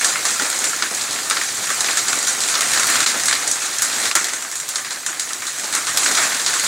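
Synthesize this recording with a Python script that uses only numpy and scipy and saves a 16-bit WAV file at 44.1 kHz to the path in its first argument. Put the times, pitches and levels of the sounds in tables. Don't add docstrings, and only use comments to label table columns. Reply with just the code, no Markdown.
import sys
import numpy as np
from scipy import signal
from scipy.fft import rfft, irfft, next_fast_len
from scipy.io import wavfile
from scipy.ndimage import uniform_filter1d

SR = 44100
rng = np.random.default_rng(int(sys.argv[2]) if len(sys.argv) > 2 else 0)


def transcribe(u):
    v = np.clip(np.atleast_2d(u).T, -1, 1)
    q = np.round(v * 32767).astype(np.int16)
    wavfile.write(sys.argv[1], SR, q)


N = 294147

# [start_s, level_db, knock_db, click_db, pitch_hz, tail_db]
NEAR_STONES = [(0.0112, -5.5, -12.5, -18, 1760, -2), (0.0452, 1, -18, -15, 1790, -1),
               (0.157, -10, -5.5, -22, 1360, -7), (0.2525, -3, -14, -15, 1190, 0),
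               (0.3054, -10.5, -20, -13.5, 3780, 6), (0.3967, -9, -8.5, -11, 1420, -4),
               (0.421, -6.5, -18, -12.5, 1430, -4), (0.4998, -6.5, -24, -16, 5350, -10),
               (0.5277, -13, -9, -13, 1550, -4), (0.5601, -11, -23, -18, 4270, -10),
               (0.5774, -15, -16, -16, 4120, -8), (0.6414, -2.5, -17, -15, 1740, -3.5),
               (0.6943, -9.5, -21, -17, 5490, -14), (0.732, -16, -4.5, -13, 1360, -4),
               (0.823, -10.5, -4, -3, 1470, -5.5), (0.9477, -10, -23, -16, 1750, -4),
               (0.972, -12.5, -16, -14, 1890, -1), (1.109, -10.5, -29, -12.5, 4260, 1),
               (1.2989, -4, -20, -16.5, 1250, -4), (1.3096, -7, -6.5, -7, 1340, -5),
               (1.3688, -9.5, -6, -7, 1340, -7), (1.4134, -9.5, -9, -12, 1840, -4),
               (1.4354, -10, -18, -16, 1430, -7), (1.6427, -11, -29, -13, 4090, -4),
               (1.7025, -7, -11.5, -22, 1190, 0), (1.8063, -2, -22, -15, 3930, -10),
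               (1.8443, -13, -6, -5, 3800, -9), (1.8858, -9, -5, -13, 1700, -9),
               (1.9083, -10, -20, -7.5, 1840, -9), (1.972, -2.5, -15.5, -15, 1670, -0.5),
               (2.083, -4.5, -16, -15.5, 5270, -1.5), (2.1292, -4.5, -11, -16, 1410, -6),
               (2.2278, -8.5, -16, -18, 1470, -13), (2.271, -5.5, -21, -14, 1510, 6),
               (2.4045, -6.5, -30, -14.5, 2220, 2), (2.436, -7, -18, -10.5, 1850, -4),
               (2.486, -7.5, -14.5, -14.5, 2240, 4), (2.541, -10.5, -9.5, -6, 1490, -12),
               (2.5524, -9.5, -22, -4.5, 5000, -17), (2.607, -2, -17, -13.5, 1320, -7),
               (2.6197, -7, -10, -17, 1660, -4), (2.6978, -14, -9, -18, 1900, -2),
               (2.7345, -4, -15, -13, 2190, 0), (2.7742, -8, -5, -8, 1690, -11),
               (2.796, -3.5, -14, -18, 1410, -1), (2.832, -6, -13, -12, 2060, -7),
               (2.8694, -11, -23, -20, 1450, -4), (2.9001, -5.5, -14, -19, 1280, -3),
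               (2.9554, -10, -5.5, -5.5, 1370, 1.5), (3.004, -3.5, -13, -13, 2030, -6),
               (3.0284, -7.5, -22, -12, 1440, 0), (3.0626, -1, -17.5, -10, 4320, 0),
               (3.1974, -8, -18, -12, 1790, -4), (3.2567, -4.5, -20, -16.5, 5380, -1),
               (3.2827, -3.5, -12.5, -10.5, 1680, -2), (3.311, -6.5, -11, -17, 1840, -4),
               (3.3274, -3, -10, -10.5, 1740, -6.5), (3.3514, -6.5, -17, -10, 1860, -4),
               (3.476, -3, -21, -17, 4060, -3.5), (3.5134, -11, -29, -29, 1710, -5.5),
               (3.619, -14, -15.5, -13, 1320, 6.5), (3.7848, -7.5, -36, -17, 5390, -8),
               (3.8206, -3.5, -16.5, -16.5, 4000, 0), (3.928, -17, -14, -3, 3680, -17),
               (4.0544, -10.5, -9, -5.5, 2290, 1), (4.1126, -1.5, -11.5, -10.5, 2760, -8),
               (4.152, 4, -13.5, -16, 2150, -4.5), (4.243, -5, -20, -13, 1730, -5),
               (4.2842, -13.5, -11.5, -13, 1940, -1), (4.334, -10, -15, -20, 2020, 1.5),
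               (4.423, -12, -13.5, -18, 1610, -7), (4.5144, -14, -17, -18, 2150, -2),
               (4.555, -12, -21, -16, 1650, -0.5), (4.5996, -12, -19, -18, 5260, -7),
               (4.689, -9.5, -21, -13.5, 4520, -1.5), (4.757, -4, -16.5, -13.5, 4610, -4),
               (4.8469, -16, -11, -10, 1860, 0), (4.907, -13, -14, -12.5, 1530, 1),
               (5.063, -5.5, -15.5, -17, 1810, -2), (5.1284, -20.5, -5.5, -21, 1710, -4),
               (5.1963, -6, -18, -15, 4500, -2), (5.3065, -19, -6, -19, 1330, -8),
               (5.3325, -8.5, -26, -15.5, 3680, -10), (5.4201, -13.5, -8.5, -20, 1880, -3),
               (5.4677, -9, -19, -13.5, 3900, 2), (5.5854, -17, -19, -24, 1370, -2),
               (5.726, -8.5, -13.5, -15, 1730, 2.5), (5.7502, -4, -16.5, -15, 2080, -3.5),
               (5.869, -8, -14, -14, 4520, 2), (5.9727, 1, -20.5, -12.5, 4700, -3),
               (6.0325, -6.5, -16, -17, 1300, 1.5), (6.0602, -6.5, -7, -9, 1530, -7.5),
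               (6.1125, -7, -13, -16, 2080, -5), (6.151, -3, -24, -12, 3950, -8),
               (6.1747, -7.5, -10, -8.5, 1790, 1.5), (6.2177, -7.5, -12.5, -22, 1800, 4.5),
               (6.3187, -10.5, -7.5, -23, 1650, -12), (6.4626, -2, -20, -11, 4500, 0.5),
               (6.538, -6.5, -15, -13, 1410, 1.5), (6.5965, -5.5, -16.5, -23, 2110, -7),
               (6.6448, -7, -26, -14, 1560, -2)]
USUAL_BODY_DB = -13
SNAP_DB, SPRAY_DB = -10, -23
SNAP_TRADE, SPRAY_TRADE = 0.76, 1
SPRAY_SCATTER_DB = 7
THUD_DB = -20.5


def stone_parts():
    _, level_db, knock_db, click_db, _, _ = np.transpose(NEAR_STONES)
    extra_db = np.maximum(knock_db, click_db) - USUAL_BODY_DB
    snap_db = SNAP_DB - SNAP_TRADE * extra_db
    scatter_db = SPRAY_SCATTER_DB * rng.standard_normal(len(NEAR_STONES))
    spray_db = SPRAY_DB - SPRAY_TRADE * extra_db + scatter_db
    return level_db + np.array([snap_db, knock_db, click_db, spray_db, knock_db + THUD_DB])


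def near_stones(parts_db):
    power = np.zeros((len(IMPACT_PARTS), N))
    starts = np.round(np.transpose(NEAR_STONES)[0] * SR).astype(int)
    power[:, starts] = gain_of(parts_db) ** 2
    return power


# [low_hz, high_hz, crack_s, porch_s, porch_db]
IMPACT_PARTS = [(5700, 9250, 0.02, 0.26, -9.5), (1040, 2800, 0.016, 0.34, -9.5),
                (3020, 5260, 0.025, 0.24, -12), (9200, 41000, 0.016, 0.084, -11.5),
                (246, 835, 0.082, 0.54, -6.5)]
# [delay_s, level_db]
WALL_ECHOES = [(.0037, -12.5), (.0085, -10), (0.0122, -11)]
PORCH_RISE_S = 0.014


def impacts(direct, fed):
    t = np.arange(SR // 2) / SR
    cracks, tails = np.zeros(N), np.zeros(N)
    for power, feed, part in zip(direct, fed, IMPACT_PARTS):
        low_hz, high_hz, crack_s, porch_s, porch_db = part
        rise = 1 - np.exp(-t * low_hz / 4.1)
        blow = rise * gain_of(-60 * t / crack_s) ** 2
        echoes = sum(gain_of(db) ** 2 * np.interp(t - delay_s, t, blow) for delay_s, db in WALL_ECHOES)
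        blow = blow + echoes
        tail = gain_of(porch_db - 60 * t / porch_s) ** 2 * (1 - np.exp(-t / PORCH_RISE_S))
        crack_gain = np.sqrt(abs(signal.fftconvolve(power, blow / blow.max())[:N]))
        tail_gain = np.sqrt(abs(signal.fftconvolve(feed, tail)[:N]))
        cracks += crack_gain * steady(hiss(low_hz, high_hz), low_hz)
        tails += tail_gain * hiss(low_hz, high_hz)
    return cracks + patchy(tails, patchy_db=2.5)


RING_DB, RING_CYCLES = 2, 45
RING_SAMPLES = 1200


def ring(hz, cycles):
    turns = np.arange(RING_SAMPLES) / SR * hz
    envelope = (1 - np.exp(-turns / 0.72)) * gain_of(-60 * turns / cycles)
    return envelope * np.sin(2 * np.pi * turns)


def rings(parts_db):
    out = np.zeros(N + RING_SAMPLES)
    knock_top_hz = IMPACT_PARTS[1][1]
    for stone, (_, knock_db, click_db, _, _) in zip(NEAR_STONES, parts_db.T):
        start_s, pitch_hz = stone[0], stone[4]
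        part_db = knock_db if pitch_hz < knock_top_hz else click_db
        tone = gain_of(part_db + RING_DB) * ring(pitch_hz, RING_CYCLES)
        out[round(start_s * SR):][:RING_SAMPLES] += tone
    return out[:N]


PATTER_PER_S, PATTER_SPREAD_DB, PATTER_DB = 200, 5, -12


def patter():
    lands = rng.random(N) < PATTER_PER_S / SR
    size_db = PATTER_SPREAD_DB * np.minimum(rng.exponential(1, N), 2.2)
    colour_db = 4.7 * rng.standard_normal((len(IMPACT_PARTS), N))
    part_db = np.array([[-4.], [-6.], [-7.], [-17.], [-19.]])
    return lands * (pour() * gain_of(PATTER_DB + size_db + colour_db + part_db)) ** 2


TICKS_PER_S, TICKS_SPREAD_DB, TICKS_DB = 600, 3.5, -12.5


def ticks():
    lands = rng.random(N) < TICKS_PER_S / SR
    size = lands * gain_of(TICKS_SPREAD_DB * np.minimum(rng.exponential(1, N), 3.0))
    pitches_hz = np.geomspace(1100, 13000, num=24)
    which = rng.integers(0, len(pitches_hz), N)
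    tone_db = yard_colour_db(pitches_hz) + 7.4 * np.log2(pitches_hz / 4000)
    pellets = np.zeros(N)
    for k, hz in enumerate(pitches_hz):
        hits = size * (which == k)
        pellets += gain_of(tone_db[k]) * signal.oaconvolve(hits, ring(hz, cycles=19.0))[:N]
    return gain_of(TICKS_DB) * pour() * evened(pellets)


# [time_s, strength_db]
POUR_STRENGTH = [(0.0, -21), (1.17, -23), (1.65, -21.5), (1.97, -19.5), (2.36, -21.5), (2.95, -16.5),
                 (3.08, -20), (3.68, -23.5), (4.07, -19), (4.36, -27.5), (4.55, -29), (4.7, -28),
                 (5.09, -29.5), (5.83, -23.5), (6.15, -17.5), (6.32, -20), (6.48, -22), (6.67, -18.5)]
POUR_REF_DB = -22


def pour(level_db=POUR_REF_DB, share=1):
    strength_db = np.interp(np.arange(N) / SR, *np.transpose(POUR_STRENGTH))
    return gain_of(level_db + share * (strength_db - POUR_REF_DB))


RUMBLE_DB, RUMBLE_SHARE, MIST_DB, MIST_SHARE = -40, 0.88, -33, 0.67
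WASH_TRIM_DB = -4.5


def wash():
    middle = pour() * hiss(990, 10800)
    rumble = pour(RUMBLE_DB, RUMBLE_SHARE) * hiss(20, 875)
    mist = pour(MIST_DB, MIST_SHARE) * hiss(10800, 21000)
    return gain_of(WASH_TRIM_DB) * patchy(middle + rumble + mist, patchy_db=2.0)


# [freq_hz, level_db]
YARD_COLOUR = [(20, -60), (45, -36), (108, -10), (263, -11.5), (476, -14), (962, -6.5), (1370, -2.5),
               (1840, -2.5), (2910, -8.5), (4140, -2), (5140, -4.5), (7110, 1), (9320, -4.5), (10800, -12),
               (15800, -19.5)]


def yard_colour_db(hz):
    freq_hz, level_db = np.transpose(YARD_COLOUR)
    return np.interp(np.log(hz), np.log(freq_hz), level_db)


def hiss(low_hz, high_hz, steep=5.4):
    size = next_fast_len(N)
    hz = np.fft.rfftfreq(size, 1 / SR) + 1
    low_edge = 1 + (low_hz / hz) ** (2 * steep)
    high_edge = 1 + (hz / high_hz) ** (2 * steep)
    white = rfft(rng.standard_normal(size))
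    shaped = white / np.sqrt(low_edge * high_edge) * gain_of(yard_colour_db(hz))
    return evened(irfft(shaped)[:N])


def patchy(x, patchy_db):
    z = signal.stft(x, nperseg=512, noverlap=384)[2]
    patches = uniform_filter1d(rng.standard_normal(z.shape), size=5, axis=0)
    patches = evened(uniform_filter1d(patches, size=12, axis=1))
    return signal.istft(z * gain_of(patchy_db * patches), nperseg=512, noverlap=384)[1][:N]


def steady(x, cycles_hz):
    power = uniform_filter1d(x ** 2, size=int(SR / cycles_hz) * 4)
    return x / np.sqrt(abs(power) + 0.21)


def gain_of(db):
    return 10 ** (np.asarray(db) / 20)


def evened(x):
    return x / np.sqrt(np.mean(x ** 2) + 1e-20)


# [end_s, length_s, depth_db]
LEVEL_DIPS = [(0.057, 0.009, -1), (2.608, 0.010, -7), (3.061, 0.017, -9), (4.1535, 0.063, -10)]


def level_dips():
    t = np.arange(N) / SR
    fade_db = np.zeros(N)
    for end_s, length_s, depth_db in LEVEL_DIPS:
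        fade_db += depth_db * np.clip(1 - (end_s - t) / length_s, 0, 1) * (t < end_s)
    return gain_of(fade_db)


STONE_TAIL_DB = 5.5


def scene():
    parts_db = stone_parts()
    tail_db = np.transpose(NEAR_STONES)[-1]
    direct = near_stones(parts_db)
    fed = near_stones(parts_db + STONE_TAIL_DB + tail_db)
    small = patter()
    stones = impacts(direct + small, fed + small)
    yard = level_dips() * (stones + rings(parts_db) + ticks() + wash())
    return np.array([yard, yard])


# [pitch_hz, width_hz, level_db]
PORT_CAVITY = (8030, 700, -7.5)
LOW_CUT_HZ, EDGE_HZ = 45, 15850
CEILING = 1.05


def record(dry):
    pitch_hz, width_hz, level_db = PORT_CAVITY
    peak = signal.iirpeak(pitch_hz, pitch_hz / width_hz, fs=SR)
    cavity = gain_of(level_db) * signal.lfilter(*peak, dry[0])
    ports = dry + np.array([[-1], [1]]) * cavity
    rounded = CEILING * np.tanh(ports / CEILING)
    low_cut = signal.butter(2, LOW_CUT_HZ, "highpass", fs=SR, output="sos")
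    top_cut = signal.firwin(511, EDGE_HZ, window=("kaiser", 9), fs=SR)
    return signal.oaconvolve(signal.sosfilt(low_cut, rounded), top_cut[None], "same")


dry = scene()
out = record(dry)
transcribe(out)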